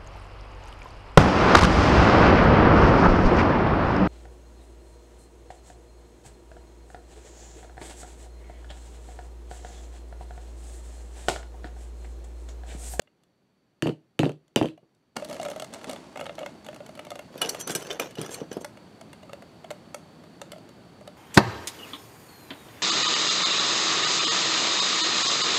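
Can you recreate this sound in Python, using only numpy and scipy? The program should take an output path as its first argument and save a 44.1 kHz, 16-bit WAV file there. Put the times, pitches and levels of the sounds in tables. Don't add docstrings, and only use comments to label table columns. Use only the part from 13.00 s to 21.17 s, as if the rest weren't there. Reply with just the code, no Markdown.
import sys
import numpy as np
from scipy import signal
from scipy.fft import rfft, irfft, next_fast_len
from scipy.io import wavfile
from scipy.ndimage import uniform_filter1d

SR = 44100
rng = np.random.default_rng(int(sys.argv[2]) if len(sys.argv) > 2 else 0)


def inscribe(sig):
    pcm = np.round(np.clip(np.atleast_2d(sig).T, -1, 1) * 32767)
    wavfile.write(sys.argv[1], SR, pcm.astype(np.int16))


N = 360297
TIME = np.arange(N) / SR
AGE = np.arange(SR // 2) / SR
BENCH_WET_DB = -14

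# (time [s], crack level [dB], treble level [dB], strongest ring [Hz],
# thud level [dB], boom relative to the thud [dB])
BLOWS = [(0.8235, -13.5, -28, 1850, -16.5, 5), (1.192, -10.5, -27, 3380, -9, 2.5),
         (1.5606, -5, -17, 3060, -5, -8)]
# (start [s], length [s], rubbing level [dB], level of the small slips [dB])
PULLS = [(2.156, 0.077, -46.5, -36), (2.291, 0.22, -47.5, -38.5), (2.557, 0.062, -56, -50),
         (2.721, 0.14, -50.5, -49), (2.869, 0.051, -45.5, -32.5), (3.153, 0.119, -52, -41),
         (3.383, 0.091, -54, -37.5), (3.65, 0.65, -58.5, -60)]
# (start [s], length [s], level [dB])
DRAGS = [(4.325, 0.29, -55), (4.411, 0.018, -36), (4.48, 0.13, -62), (4.666, 0.035, -40),
         (4.754, 0.12, -47), (4.898, 0.0068, -40), (4.991, 0.032, -40), (5.168, 0.082, -46.5),
         (5.305, 0.1, -50.5), (5.508, 0.01, -46.5)]


def amp(db):
    return 10 ** (np.asarray(db) / 20)


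def unit(x):
    return x / np.sqrt(np.mean(x ** 2) + 1e-20)


def punch(x):
    return x / np.sqrt(np.sum(x ** 2) / (SR / 100) + 1e-20)


def along(points, hz):
    point_hz, values = np.transpose(points)
    return np.interp(np.log(hz + 1), np.log(point_hz + 1), values)


def filtered(x, response):
    size = next_fast_len(N + SR // 2)
    spectrum = rfft(x, size) * response(np.fft.rfftfreq(size, 1 / SR))
    return irfft(spectrum, size)[..., :N]


def cut(x, hz, kind):
    return signal.sosfilt(signal.butter(3, min(hz, SR / 2 - 1), kind, fs=SR, output="sos"), x)


def add(track, s, sound):
    part = track[round(s * SR):][:len(sound)]
    part += sound[:len(part)]


def burst(t60, t=AGE):
    return rng.standard_normal(len(t)) * amp(-60 * t / t60)


def ring(modes, scatter_db, detune, t=AGE):
    hz, db, t60 = np.transpose(modes)[:, :, None]
    size, drift = rng.standard_normal((2, len(modes), 1))
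    fading = amp(db + scatter_db * size - 60 * t / t60)
    tones = np.sin(2 * np.pi * hz * (1 + detune * drift) * t)
    return np.sum(fading * tones, axis=0)


def favoured(modes, pitch, lift_db):
    def lift(hz):
        return lift_db * np.exp(-(np.log(hz / pitch) / .09) ** 2)
    return [(hz, db + lift(hz), t60) for hz, db, t60 in modes]


def in_room(x, wet_db):
    # (frequency [Hz], time to fade by 60 dB [s])
    room_fade = [(120, .27), (350, .24), (800, .2), (3000, .23), (12000, .25)]
    hz, t, z = signal.stft(rng.standard_normal(len(AGE)), SR, nperseg=256)
    fading = amp(-60 * t / along(room_fade, hz)[:, None])
    tail = signal.istft(z * fading, SR, nperseg=256)[1][:len(AGE)]
    tail = tail * (1 - np.exp(-(AGE / 0.0027) ** 2))
    wet = signal.fftconvolve(x, tail / np.linalg.norm(tail))[:len(AGE)]
    return np.pad(x, (0, len(AGE) - len(x))) + amp(wet_db) * wet


def contact(x, db, treble_db, low_hz):
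    middle = cut(cut(x, low_hz, "high"), 4600, "low")
    treble = cut(cut(x, 5400, "high"), 11200, "low")
    return amp(db) * punch(middle) + amp(treble_db) * punch(treble)


def chatter(t60, rise, rough_db, t):
    knots = rng.standard_normal(len(t) // 32 + 2)
    grip = amp(rough_db * np.interp(np.arange(len(t)) / 32, np.arange(len(knots)), knots))
    return punch(burst(t60, t) * grip * (1 - np.exp(-t / rise)))


def friction(rate, spread_db, smooth):
    caught = rng.random(N) < rate / SR
    catches = caught * rng.standard_normal(N)
    catches = catches * amp(spread_db * np.clip(rng.standard_normal(N), -2, 2))
    return unit(catches) + smooth * rng.standard_normal(N)


def strokes(rows, attack, release):
    gain = np.zeros(N)
    for s, length, db, *_ in rows:
        hold = np.clip((TIME - s) / attack, 0, 1)
        let_go = np.exp(-np.maximum(TIME - s - length, 0) / release)
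        gain += amp(db) * hold * let_go
    return gain


def uneven(start, length, rate):
    chance = rng.random((64, 2))
    times = start + (np.arange(len(chance)) + chance[:, 0]) / rate
    rows = zip(times, rng.standard_normal(len(times)), chance[:, 1])
    return [row for row in rows if row[0] < start + length]


def air(spectrum, db, whine_db):
    noise = filtered(rng.standard_normal(N), lambda hz: amp(along(spectrum, hz)))
    whine = filtered(rng.standard_normal(N), lambda hz: 1 / (1 + ((hz - 4510) / 140) ** 2))
    return amp(db) * unit(noise) + amp(whine_db) * unit(whine)


def background():
    # (frequency [Hz], relative level [dB])
    quiet_air = [(15, -42.5), (25, -26.5), (61, -12), (157, 1), (416, -5), (451, -9), (516, -9),
                 (1370, -18), (1740, -19.5), (4490, -26), (5280, -32.5), (5730, -26.5), (6210, -31),
                 (16000, -41)]
    loud_air = [(25, -47), (45, -21), (70, -7.5), (170, 2.5), (320, -1.5), (480, -7), (620, -7),
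                (1000, -13), (2100, -21), (4000, -24.5), (5200, -30), (8000, -32.5), (11000, -38.5),
                (16000, -46)]
    second_shot = np.clip((TIME - 2.157) / 0.0017, 0, 1)
    quiet = (1 - second_shot) * air(quiet_air, -69.5, whine_db=-88)
    return quiet + second_shot * air(loud_air, -50, whine_db=-69.0)


def rubbing():
    # (frequency [Hz], relative level [dB])
    rub_colour = [(120, -11), (240, 11), (450, 3), (610, -3.5), (900, 1), (1400, -8), (3200, -11.5),
                  (7000, -16), (11000, -26), (14000, -46), (16000, -42)]
    hollow_hz, hollow_width_hz, hollow_db = 644, 45, 12.5
    grain = friction(rate=2600, spread_db=1.5, smooth=.6)
    stroke = strokes(PULLS, attack=0.0026, release=0.15)
    knots = rng.standard_normal(N // 256 + 2)
    grip = amp(2 * np.interp(np.arange(N) / 256, np.arange(len(knots)), knots))

    def colour(hz):
        hum = hollow_db / (1 + ((hz - hollow_hz) / hollow_width_hz) ** 2)
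        return amp(along(rub_colour, hz) + hum)
    return stroke * unit(filtered(grain * grip, colour))


def scrape():
    # (frequency [Hz], relative level [dB])
    scrape_colour = [(120, -24), (250, 1.5), (450, 9.5), (1100, -3), (1700, -5), (2300, -10.5), (2900, -9),
                     (4800, -21), (5900, -13), (7000, -17), (8500, -29), (13300, -32), (16000, -44)]
    grain = friction(rate=1800, spread_db=2.5, smooth=.6)
    stroke = strokes(DRAGS, attack=0.0073, release=0.041)
    hz, _, z = signal.stft(grain, SR, nperseg=512)
    glints = uniform_filter1d(rng.standard_normal(z.shape), size=3, axis=0)
    glints = unit(uniform_filter1d(glints, size=6, axis=1))
    depth_db = along([(1200, 1), (4000, 5.5)], hz)[:, None]
    glinting = signal.istft(z * amp(depth_db * glints), nperseg=512)[1][:N]
    return amp(5.5) * stroke * unit(filtered(glinting, lambda hz: amp(along(scrape_colour, hz))))


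def rasps():
    # (start [s], length [s], level [dB])
    rasp_times = [(4.589, 0.023, -35), (4.702, 0.02, -36.5), (5.29, 0.056, -39), (5.603, 0.011, -50.5)]
    # (frequency [Hz], level [dB], time to fade by 60 dB [s])
    rasp_modes = [(3280, -5, 0.038), (4300, -15, 0.016), (6030, -9, .025), (6550, 3.5, 0.017),
                  (7350, 4, 0.02), (8520, 1.5, 0.031), (11000, 5, 0.0076), (12800, -1, .01)]
    grain = friction(rate=1200, spread_db=2, smooth=.4)
    steel = signal.fftconvolve(grain, ring(rasp_modes, scatter_db=1, detune=.003))[:N]
    swell = np.zeros(N)
    for row in rasp_times:
        swell += strokes([row], attack=row[1], release=0.0096)
    return swell * (unit(steel) + 0.13 * grain)


def singing(x):
    # (frequency [Hz], level [dB], time to fade by 60 dB [s])
    free_modes = [(2972, -8, .2), (4253, -11, .35), (5943, 0, .35), (6282, -2, .22), (8400, -9, .09),
                  (10600, -9, .1)]
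    tone = ring(free_modes, scatter_db=1, detune=.001)
    return x + amp(-13) * signal.fftconvolve(x, tone / np.linalg.norm(tone))[:N]


def jingles():
    # (low [Hz], high [Hz])
    low, high = (2930, 10950)
    rows = []
    for start, length, db in DRAGS:
        for s, size, place in uneven(start, length, rate=51):
            level = db - 2 * size
            pitch = low * (high / low) ** place
            rows.append((s, level + 13.5, level + 6, pitch, .65))
    return rows


def tools():
    # (time [s], level [dB], treble level [dB], strongest ring [Hz],
    # ring time [times the usual])
    clinks = [(4.377, -29.5, -35, 12740, 2.2), (4.4157, -6, -14, 2920, 1.25), (4.4335, -41, -42, 8500, .6),
              (4.448, -20, -35, 2680, 0.31), (4.459, -21, -26, 9670, 0.39), (4.49, -18, -18, 5650, 0.68),
              (4.493, -15, -13, 4430, 0.95), (4.674, -27, -20.5, 10800, 0.57),
              (4.695, -18, -23.5, 1513, 0.79), (4.704, -20, -20, 7570, 0.89),
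              (4.7501, -13, -13.5, 8690, 0.8), (4.758, -19.5, -16, 3004, 0.94),
              (4.825, -35, -32, 5050, 0.36), (4.8674, -35, -37, 3690, 0.54), (4.904, -18, -38, 3090, 0.31),
              (4.91, -17, -31, 3550, 0.93), (4.929, -29, -31, 3690, 0.39), (4.997, -11.5, -18, 2390, 0.5),
              (5.015, -24.5, -45, 2480, 1.4), (5.108, -35, -40, 7770, 0.65),
              (5.153, -29.5, -37.5, 2920, 0.82), (5.184, -26.5, -51, 4300, 0.19),
              (5.214, -26, -23.5, 9080, 0.56), (5.261, -25.5, -29, 6100, 0.7),
              (5.292, -30, -41, 1660, 0.43), (5.3432, -21.5, -25, 4350, 0.95),
              (5.515, -28.5, -45, 1640, .35), (5.528, -31.5, -30.5, 5980, 1.1),
              (5.568, -34.5, -40, 11280, 0.76)]
    # (frequency [Hz], level [dB], time to fade by 60 dB [s])
    steel_modes = [(1316, -2.5, 0.043), (1600, -8.5, 0.06), (2200, -10, 0.042), (2404, 2, 0.024),
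                   (2934, 0, 0.05), (3440, -3, 0.048), (3940, -8.5, 0.067), (4396, 4.5, 0.02),
                   (5060, -1.5, 0.049), (5854, 8.5, 0.028), (6130, -6.5, 0.1), (6620, -4, 0.027),
                   (7560, -3, 0.051), (8240, -3.5, 0.033), (8950, -2, 0.031), (10000, 3.5, 0.018),
                   (10420, 2, 0.013), (12140, 10, 0.008), (13400, 1, 0.035)]
    out, t = np.zeros(N), AGE[:SR // 4]
    for s, db, treble_db, pitch, ring_time in clinks + jingles():
        scale = pitch / min(steel_modes, key=lambda mode: abs(mode[0] - pitch))[0]
        sized = [(hz * scale, level, t60 * ring_time) for hz, level, t60 in steel_modes]
        modes = favoured(sized, pitch, lift_db=10)
        chime = ring(modes, scatter_db=3.5, detune=.006, t=t) * (1 - np.exp(-t / .001))
        clink = punch(chime) + .4 * chatter(t60=.034, rise=.0015, rough_db=2.5, t=t)
        touch = contact(clink, db - 15.5, treble_db - 12.5, low_hz=1160)
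        add(out, s, in_room(touch, wet_db=-13.5))
    return out


def small_slips():
    rows = []
    for start, length, _, level in PULLS:
        for s, size, place in uneven(start, length, rate=36):
            db = level - 2 * size
            edge_db = 17 * (place - .5)
            rows.append((s, db, db + 3.5 - edge_db, db - 12 + edge_db))
    return rows


def leather():
    # (time [s], snap level [dB], body level [dB], treble level [dB])
    slips = [(0.0193, -56, -54.5, -57), (0.074, -51, -61, -80), (0.236, -59, -68, -64.5),
             (1.48, -61, -67, -65.5), (1.777, -50.5, -45, -64), (1.949, -70, -75, -71.5),
             (2.1668, -21, -29.5, -31), (2.2471, -36, -48, -38.5), (2.2872, -45, -39, -48),
             (2.2981, -36, -29.5, -42.5), (2.311, -33, -32, -43), (2.329, -33, -39, -40),
             (2.344, -45, -40, -46), (2.3664, -36.5, -36, -51), (2.3985, -44, -34, -45),
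             (2.4145, -42, -32.5, -41.5), (2.4304, -29, -30.5, -37.5), (2.451, -26.5, -30, -39),
             (2.4609, -30.5, -25, -50), (2.4848, -29.5, -27.5, -42), (2.501, -42, -29, -40),
             (2.5154, -31, -29.5, -42), (2.533, -39, -37, -53), (2.5614, -33.5, -27, -45),
             (2.5984, -27, -30.5, -34.5), (2.622, -29, -26, -36.5), (2.645, -33.5, -52, -41),
             (2.729, -41, -39.5, -50), (2.7376, -33.5, -36, -38), (2.745, -32, -33, -40.5),
             (2.8139, -37, -43, -55), (2.8438, -28.5, -35.5, -42.5), (2.895, -29, -28, -38),
             (2.9123, -33, -39, -39), (2.932, -36, -30.5, -40), (2.9616, -32.5, -42, -48),
             (3.1585, -30.5, -31, -55), (3.1735, -31, -30, -45), (3.1946, -28.5, -29, -51),
             (3.211, -25.5, -26.5, -42.5), (3.257, -30.5, -37, -48), (3.265, -28, -30.5, -46),
             (3.2947, -29.5, -27.5, -63), (3.3537, -46, -58, -49), (3.382, -31, -29, -54),
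             (3.391, -29.5, -34, -41), (3.4312, -32.5, -27, -65), (3.462, -25.5, -29, -45.5),
             (3.6464, -42, -55, -49), (3.6648, -34, -39, -44.5), (3.687, -29.5, -29.5, -48),
             (3.73, -39, -35.5, -59), (3.745, -40, -54, -49), (3.762, -37, -42, -51.5),
             (3.8044, -41, -31, -62), (3.863, -38, -63, -47), (3.8917, -39, -34, -52),
             (3.953, -42, -59, -48), (3.975, -41, -36.5, -51), (3.993, -28, -30, -45),
             (4.05, -37.5, -51, -47.5), (4.068, -38.5, -34.5, -51), (4.105, -30, -34, -38),
             (4.1168, -32.5, -27.5, -47), (4.156, -32.5, -32, -44), (4.192, -29, -30.5, -44),
             (4.5474, -26, -28.5, -37.5), (5.6462, -24.5, -29, -36.5), (5.773, -39.5, -45, -56.5),
             (6.0121, -38, -37, -48), (6.131, -35, -41.5, -46.5), (6.2308, -40.5, -40.5, -53.5),
             (6.2944, -41.5, -37.5, -57), (6.3324, -31, -30, -45), (6.423, -37.5, -38, -54),
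             (6.644, -36, -34, -51.5), (6.7054, -27, -28, -38.5), (6.7119, -30.5, -28, -42),
             (6.9449, -27, -28.5, -35.5), (7.2374, -47, -42.5, -57.5), (7.416, -28.5, -31.5, -38),
             (7.519, -32, -37, -38), (7.5314, -40, -34.5, -63), (7.561, -48, -37.5, -74),
             (7.583, -52, -43, -54), (7.691, -47, -48, -53), (8.01, -46, -39.5, -59),
             (8.076, -35, -33, -44)]
    # (frequency [Hz], level [dB], time to fade by 60 dB [s])
    skin_modes = [(890, -2.5, 0.0094), (1398, -18.5, 0.068), (1750, -13, 0.012), (2180, -4, 0.029),
                  (2900, 2, 0.018), (3470, 3.5, 0.0079), (4200, 2.5, 0.0038), (5600, -8, 0.0026),
                  (6600, -7, 0.0024), (8140, -2, 0.00098), (10040, -1, 0.00053)]
    # (shortest [s], longest [s])
    second_catch = (.0018, .0036)
    hollow_modes = [(605, 0, .06), (690, -6, .04), (1300, -11, .025)]
    out, t = np.zeros(N), AGE[:SR // 8]
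    for s, db, body_db, treble_db in slips + small_slips():
        slip = .55 * chatter(t60=.018, rise=.0005, rough_db=2, t=t)
        for lag, size in (0, 1), (rng.uniform(*second_catch), rng.uniform(.4, 1)):
            click = punch(np.ones(1))
            add(slip, lag, size * (.45 * click + .55 * punch(burst(t60=.004, t=t))))
        skin = signal.fftconvolve(slip, ring(skin_modes, scatter_db=1.5, detune=.04, t=t))[:len(t)]
        snap = contact(punch(skin) + 0.3 * punch(slip), db - 10.5, treble_db - 3.5, low_hz=890)
        hollow = ring(hollow_modes, scatter_db=4, detune=.05, t=t) * (1 - np.exp(-t / .0012))
        add(out, s, in_room(snap + amp(body_db - 6.5) * punch(hollow), wet_db=-12.5))
    return out


def slaps():
    # (time [s], level [dB])
    landings = [(0.8582, -20), (1.2328, -15.5), (1.6138, -9)]
    out = np.zeros(N)
    for s, db in landings:
        tone = np.cos(2 * np.pi * 500 * AGE) * amp(-60 * AGE / 0.003)
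        clack = tone + 0.17 * burst(t60=.016)
        add(out, s, in_room(amp(db) * cut(clack, 2600, "low"), wet_db=BENCH_WET_DB))
    return out


def bench():
    # (time [s], level [dB], pitch of the push [Hz], boom relative to the push [dB])
    bumps = [(0.8574, -13.5, 433, -2.5), (0.8706, -15.5, 520, -1), (0.882, -16.5, 303, -4),
             (.895, -16, 304, -5.5), (1.2315, -9.5, 520, 2), (1.239, -22, 293, 9), (1.262, -11.5, 345, -13),
             (1.2939, -20, 380, -5), (1.6123, -9, 435, 0.5), (1.6273, -13, 256, -17), (1.643, -16, 427, -4),
             (1.656, -16.5, 327, -3), (1.828, -45, 298, -5), (2.1665, -19, 660, -16.5),
             (4.357, -28.5, 463, -16), (4.416, -29, 486, -10), (4.453, -23, 438, -12),
             (4.697, -19.5, 440, -11), (4.753, -20, 394, -5), (4.908, -31, 500, -8.5),
             (4.998, -20.5, 580, -27), (5.184, -23, 298, 0), (5.192, -40, 215, 10.5), (5.209, -26, 273, -1),
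             (5.291, -26, 485, -10), (5.415, -20.5, 354, -7), (5.514, -26.5, 407, -20),
             (5.567, -18, 378, -15), (5.612, -29.5, 414, -12)]
    # (frequency [Hz], level [dB], time to fade by 60 dB [s])
    bench_modes = [(128, -11, .17), (152, -7.5, .16), (255, -16, .08), (287, -4, .1), (318, 1, .11),
                   (345, -7, .09), (447, -15, .09), (600, -17, .07), (890, -24, .07), (980, -28, .06)]
    thud_lag_s, thud_hz = 0.0012, 330
    out = np.zeros(N)
    thuds = [(s + thud_lag_s, db, thud_hz, boom_db) for s, *_, db, boom_db in BLOWS]
    for s, db, hz, boom_db in thuds + bumps:
        u = np.pi * hz * (AGE - .0025)
        push = (2 * u ** 2 - 1) * np.exp(-u ** 2)
        boom = ring(bench_modes, scatter_db=1, detune=.015) * (1 - np.exp(-AGE / .003))
        knock = punch(cut(cut(burst(t60=0.05), 2.4 * hz, "low"), hz, "high"))
        clatter = punch(cut(cut(burst(t60=0.098), 520, "low"), 200, "high"))
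        blow = push - amp(boom_db - 5.0) * boom + 0.039 * knock + 0.18 * clatter
        add(out, s, amp(db) * in_room(blow, wet_db=BENCH_WET_DB))
    return cut(out, 88, "high")


def setter():
    # (time [s], level [dB], treble level [dB], strongest ring [Hz])
    rattles = [(0.835, -34, -52, 2750), (0.859, -37, -60, 2730), (0.866, -37, -56, 3050),
               (0.8697, -23.5, -43.5, 2700), (0.873, -22.5, -40, 2900), (.893, -27, -48, 1400),
               (1.202, -24.5, -49.5, 3170), (1.233, -24.5, -41, 1850), (1.243, -26.5, -49, 2730),
               (1.247, -28.5, -50.5, 1400), (1.255, -24, -43, 3600), (1.294, -31, -45, 2750),
               (1.319, -40.5, -52, 2750), (1.6142, -27, -52, 1400), (1.6268, -22, -41.5, 2700),
               (1.632, -29, -47, 3050), (1.6573, -25.5, -43, 3050), (1.677, -40, -56, 3085),
               (1.686, -33, -51, 2750)]
    # (frequency [Hz], level [dB], time to fade by 60 dB [s])
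    rod_modes = [(1400, -12, .012), (1850, -10, .01), (2750, -3, .009), (3050, -2, .012), (3600, -8, .009),
                 (4600, -8, .009), (5800, -5, .009), (6300, -6, .008), (7600, -12, .008), (8300, -13, .01),
                 (10100, -15, .007)]
    loose_modes = [(1800, -3, .004), (2890, 1.5, .016), (3300, -1, 0.012), (3900, -1.5, 0.0086),
                   (4255, -6.5, 0.016), (6400, -8, 0.0045), (7070, -10.5, .008), (8200, -13, 0.0068)]
    out, t = np.zeros(N), AGE[:SR // 8]
    for s, db, treble_db, pitch in [blow[:4] for blow in BLOWS] + rattles:
        rod = ring(favoured(rod_modes, pitch, lift_db=11), scatter_db=1.2, detune=.012)
        crack = punch(rod) + .25 * punch(burst(t60=.006))
        hit = contact(crack, db - 15.5, treble_db - 9.5, low_hz=1210)
        shake = chatter(t60=.15, rise=.004, rough_db=3, t=AGE)
        loose = signal.fftconvolve(shake, ring(loose_modes, scatter_db=3, detune=.07, t=t))[:len(AGE)]
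        buzz = punch(loose) + .45 * cut(shake, 5000, "low")
        add(out, s, in_room(hit + amp(db - 24.5) * buzz, wet_db=-18.5))
    return out


def scene():
    blows = setter() + bench() + slaps()
    strap = leather() + rubbing()
    steel = tools() + scrape() + singing(rasps())
    mid = blows + strap + steel + background()
    spread = burst(t60=0.075)
    side = signal.fftconvolve(cut(mid, 450, "high"), spread / np.linalg.norm(spread))[:N]
    side = amp(-23.5) * side
    return np.array([mid + side, mid - side]) * amp([[-.15], [.15]])


def record(dry):
    return filtered(dry, lambda hz: 1 / (1 + (hz / 15800) ** 120))


dry = scene()
out = record(dry)
inscribe(out)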